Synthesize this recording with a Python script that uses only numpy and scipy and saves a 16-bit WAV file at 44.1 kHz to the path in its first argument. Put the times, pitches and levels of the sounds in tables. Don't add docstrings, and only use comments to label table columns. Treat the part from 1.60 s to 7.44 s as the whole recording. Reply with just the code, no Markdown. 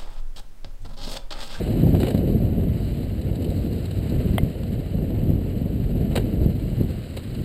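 import sys
import numpy as np
from scipy.fft import rfft, irfft, next_fast_len
from scipy.io import wavfile
from scipy.ndimage import map_coordinates

SR = 44100
rng = np.random.default_rng(int(sys.argv[2]) if len(sys.argv) > 2 else 0)


def dump(signal):
    limited = np.clip(np.atleast_2d(signal).T, -1, 1)
    pcm = np.round(limited * 32767).astype(np.int16)
    wavfile.write(sys.argv[1], SR, pcm)


N = 257544


def amp(db):
    return 10 ** (np.asarray(db) / 20)


def unit(x):
    return x / np.sqrt(np.mean(x ** 2) + 1e-20)


def curve(rows):
    times, values = np.transpose(rows)
    return np.interp(np.arange(N) / SR, times, values)


def swell(s, length):
    return np.exp(-((np.arange(N) / SR - s) / length) ** 2)


def wobble(rate):
    points = rng.standard_normal(int(N * rate / SR) + 4)
    return map_coordinates(points, [np.arange(N) * rate / SR])


def grains(rate, spread_db):
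    hits = (rng.random(N) < rate / SR) * rng.standard_normal(N)
    return unit(hits * amp(spread_db * np.clip(rng.standard_normal(N), -2, 2)))


def filtered(x, response):
    size = 2 * next_fast_len(N // 2 + 8192)
    return irfft(rfft(x, size) * response(np.fft.rfftfreq(size, 1 / SR)), size)[:N]


def colour(x, *tones):
    def response(hz):
        db = sum(np.interp(np.log(hz + 1), np.log([f for f, _ in tone]), [d for _, d in tone])
                 for tone in tones)
        cepstrum = irfft(np.log(amp(db)))
        half = len(cepstrum) // 2
        one_sided = np.r_[1, np.full(half - 1, 2), np.zeros(half)]
        return np.exp(rfft(cepstrum * one_sided))
    return filtered(x, response)


# f/Hz, level/dB
CASE_TONE = [(1250, -3.5), (2100, -3), (2450, -4.5), (2950, -0.5), (3500, -6.5), (3950, -2.5), (4800, -10),
             (5750, -28.5), (6250, -28.5), (7950, -6.5), (8550, -15.5), (9050, -9.5), (10700, -18.5),
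             (13400, -16), (15000, -13.5)]
def through_case(x, *tones):
    return colour(x, *tones, CASE_TONE)


# f/Hz, level/dB
WIND_TONE = [(12, -25.5), (25, -14), (45, -1.5), (65, -2.5), (100, -2), (140, -8.5), (250, -22.5),
             (2000, -120)]
def wind(shake_db, press, lumps_db=1.0):
    level_db = -24.5 + 0.53 * shake_db + 2.5 * press
    buffet = colour(rng.standard_normal(N), WIND_TONE)
    return amp(level_db) * unit(buffet * amp(lumps_db * wobble(24)))


# f/Hz, level/dB
SOIL_TONE = [(400, 3.5), (900, -0.5), (2000, 1.5), (3000, 1), (4200, -12.5), (7000, -1.5), (15000, -7.5)]
GRIT_TONE = [(1500, -19), (3000, -10.5), (4000, 4), (8000, -1), (15000, -1.5)]
# t/s, level/dB
SOIL_LEVELS = [(0.0, -47.5), (0.16, -49.5), (0.32, -51.5), (0.88, -54), (1.35, -53), (1.56, -55.5),
               (2.34, -52.5), (2.62, -51), (3.04, -54.5), (4.29, -55.5), (4.54, -54), (5.84, -53.5)]
GRIT_LEVELS = [(0.0, -50.5), (0.16, -52.5), (0.62, -57.5), (0.8, -57), (1.07, -61), (1.25, -53),
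               (1.66, -60), (1.95, -54.5), (2.41, -54.5), (3.71, -60.5), (5.3, -56), (5.84, -56)]
def dirt(soil_gain_db=2.5, grit_gain_db=0.8, patchy_db=1.08):
    patches = amp(patchy_db * wobble(55))
    soil = through_case(rng.standard_normal(N) + 0.54 * grains(1000, spread_db=1), SOIL_TONE)
    grit = through_case(rng.standard_normal(N) + 0.72 * grains(600, spread_db=2), GRIT_TONE)
    soil = amp(curve(SOIL_LEVELS) + soil_gain_db) * unit(soil)
    grit = amp(curve(GRIT_LEVELS) + grit_gain_db) * unit(grit)
    return patches * (soil + grit)


# f/Hz, width/Hz, level/dB
CHAIN_RINGS = [(2990, 200, -5.5), (3930, 630, -5.5), (7400, 790, -5), (8400, 130, -9)]
def chain_ring(shaking):
    def response(f):
        return sum(amp(db) * 1j * f * width / (hz * hz - f * f + 1j * f * width)
                   for hz, width, db in CHAIN_RINGS)
    return filtered(shaking, response)


# t/s, level/dB, length/s, knock gain/dB
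CHAIN_SLAPS = [(.349, -30.5, 0.0045, 10.5), (.43, -24.5, 0.0062, 8.5), (.443, -34.5, 0.019, 4),
               (.466, -29, 0.011, 8), (.481, -25.5, 0.013, 3.5), (.504, -25, 0.0087, 3),
               (.544, -32.5, .008, 6), (.672, -39, 0.036, 3), (3.033, -30, .004, 3),
               (3.549, -37.5, 0.0037, 9.5), (3.59, -38.5, .004, 6), (4.508, -39.5, .045, 6.5),
               (4.554, -21.5, 0.0079, 2.5), (4.561, -16.5, 0.0064, 3.5), (4.572, -22, 0.0083, 8.5),
               (5.567, -25.5, .013, 1)]
# t/s, level/dB
LIGHT_TICKS = [(0.4003, -30), (0.4122, -33.5), (0.5764, -37), (1.613, -36), (1.754, -34.5), (1.822, -34.5),
               (1.8433, -34.5), (1.901, -37), (2.1286, -37), (2.2538, -32.5), (2.3082, -35), (2.3715, -49),
               (2.4955, -36.5), (4.8419, -40.5), (5.746, -36)]
# f/Hz, level/dB
KNOCK_TONE = [(150, -14.5), (370, 23.5), (700, 12.5), (1100, -1), (2700, 0.5), (4000, -2.5), (10000, -31.5)]
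def rattles(stones_per_s=5, rise_s=0.0008, settle_s=0.046):
    ticks = [(s, db + 3.5, 0.0092, -3) for s, db in LIGHT_TICKS]
    draws = rng.random((round(stones_per_s * N / SR), 2))
    stones = [(when * N / SR, -43 + 3.5 * (2 * size - 1), 0.0051, 6) for when, size in draws]
    bright, heavy, t = np.zeros(N), np.zeros(N), np.arange(SR // 8) / SR
    settle = amp(-22.5) * np.exp(-(t / settle_s) ** 2)
    for s, db, length, knock_db in list(CHAIN_SLAPS) + ticks + stones:
        burst = amp(db) * (1 - np.exp(-t / rise_s)) * (np.exp(-(t / length) ** 2) + settle)
        add(bright, s, burst)
        add(heavy, s, burst * amp(knock_db))
    chatter = unit(rng.standard_normal(N) + 0.79 * grains(1400, spread_db=0))
    ring = amp(5) * chain_ring(bright * rng.standard_normal(N))
    clicks = amp(-0.5) * colour(bright * chatter, GRIT_TONE)
    knocks = amp(-3) * colour(heavy * chatter, KNOCK_TONE)
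    return through_case(ring + clicks + knocks)


def add(track, s, sound):
    part = track[round(s * SR):][:len(sound)]
    part += sound[:len(part)]


# f/Hz, level/dB, time to fade by 60 dB/s
FRAME_RINGS = [(667, 8.5, 0.016), (2090, -5.5, 0.044), (3110, 0, 0.012), (8930, -7.5, 0.011),
               (9800, -16, 0.037), (14090, -13, .033)]
# f/Hz, level/dB
CRACK_TONE = [(800, -1), (1200, -6), (2600, -1.5), (3400, -3), (4500, -22), (7500, -15.5),
              (10500, -0.5), (15000, -1)]
def clack(at_s=2.7815, rise_s=0.00037, crack_fade_s=0.017):
    ring, crack, t = np.zeros(N), np.zeros(N), np.arange(SR // 8) / SR
    notes = sum(amp(db - 60 * t / fade) * np.sin(2 * np.pi * hz * t) for hz, db, fade in FRAME_RINGS)
    add(ring, at_s, notes * (1 - np.exp(-t / rise_s)))
    add(crack, at_s, amp(-60 * t / crack_fade_s) * rng.standard_normal(len(t)))
    return amp(-18) * ring + amp(-9) * through_case(crack, CRACK_TONE)


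# t/s, level/dB, push length/s
JOLTS = [(0.345, -7, 0.0021), (0.5477, -8.5, 0.0022), (2.832, -4, 0.0051), (3.703, -6, .004),
         (3.7345, -8.5, 0.0038), (4.574, -17, 0.0037), (4.815, -6, 0.0041), (4.8602, -4.5, 0.00317),
         (5.211, -4.5, 0.0031), (5.242, -14, 0.0063)]
def bumps(rebound=0.39):
    thumps, t = np.zeros(N), np.arange(SR // 20) / SR
    for s, db, length in JOLTS:
        progress = t / length
        push = np.sin(np.pi * np.clip(progress, 0, 1)) ** 2
        back = np.sin(np.pi * np.clip((progress - 0.7) / 1.55, 0, 1)) ** 2
        add(thumps, s, amp(db) * (rebound * back - push))
    return thumps


# t/s, level/dB
ROUGHNESS = [(0, -25), (.24, -14), (.54, -20.5), (.66, -16), (.96, -20), (1.12, -20), (1.4, -27),
             (1.92, -22.5), (2.4, -24), (2.7, -19.5), (3.02, -26), (3.38, -19.5), (3.9, -22.5),
             (4.4, -20.5), (5.3, -25), (5.46, -35.5), (5.84, -26.5)]
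# t/s, drop in level/dB
TRAIL_CRESTS = [(2.3, 5), (2.95, 11), (3.27, 6.5), (5.12, 1.5)]
def ground_shake(usual_db=-21.5, crest_s=0.055):
    lift_db = sum(db * swell(s, crest_s) for s, db in TRAIL_CRESTS)
    return curve(ROUGHNESS) - lift_db - usual_db


# f/Hz, level/dB
RUMBLE_TONE = [(60, -31.5), (110, -1.5), (155, 0.5), (240, -2), (330, -9.5), (480, -18.5), (3000, -120)]
ROAR_TONE = [(180, -14), (330, 2), (420, 0.5), (540, -1.5), (670, -5.5), (800, -16.5), (1000, -26.5),
             (1500, -48.5), (5000, -120)]
# t/s, level/dB
ROAR_LEVELS = [(0.0, -35), (0.41, -34.5), (1.58, -42.5), (1.87, -36.5), (2.16, -42.5), (2.6, -38.5),
               (3.04, -41.5), (3.63, -39), (4.03, -41), (4.68, -39), (5.53, -44.5), (5.84, -47.5)]
def tyres(shake_db, press, roar_gain_db=2.5, judder_db=1.5):
    weight = amp(judder_db * wobble(55))
    rumble = unit(weight * colour(grains(3500, spread_db=1.7), RUMBLE_TONE))
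    roar = unit(weight * colour(grains(2200, spread_db=0), ROAR_TONE))
    rumble_db = -26 + shake_db + 2.5 * press
    roar_db = curve(ROAR_LEVELS) + roar_gain_db + 0.17 * shake_db + 1.5 * press
    return amp(rumble_db) * rumble + amp(roar_db) * roar


def scene():
    shake_db = ground_shake()
    press = np.max([swell(s, 0.028) for s, _, _ in JOLTS], axis=0)
    mix = wind(shake_db, press) + tyres(shake_db, press) + dirt() + bumps() + rattles() + clack()
    return mix[None]


def record(dry, sizzle_hz=12000, bass_cut_hz=480, top_hz=15300):
    sound = dry[0]
    low = filtered(sound, lambda hz: 1j * hz / (bass_cut_hz + 1j * hz) * (hz < sizzle_hz / 10))
    sizzle = amp(-21) * low * np.sin(2 * np.pi * sizzle_hz * np.arange(N) / SR)
    return filtered(sound + sizzle, lambda hz: hz < top_hz)[None]


dry = scene()
out = record(dry)
dump(out)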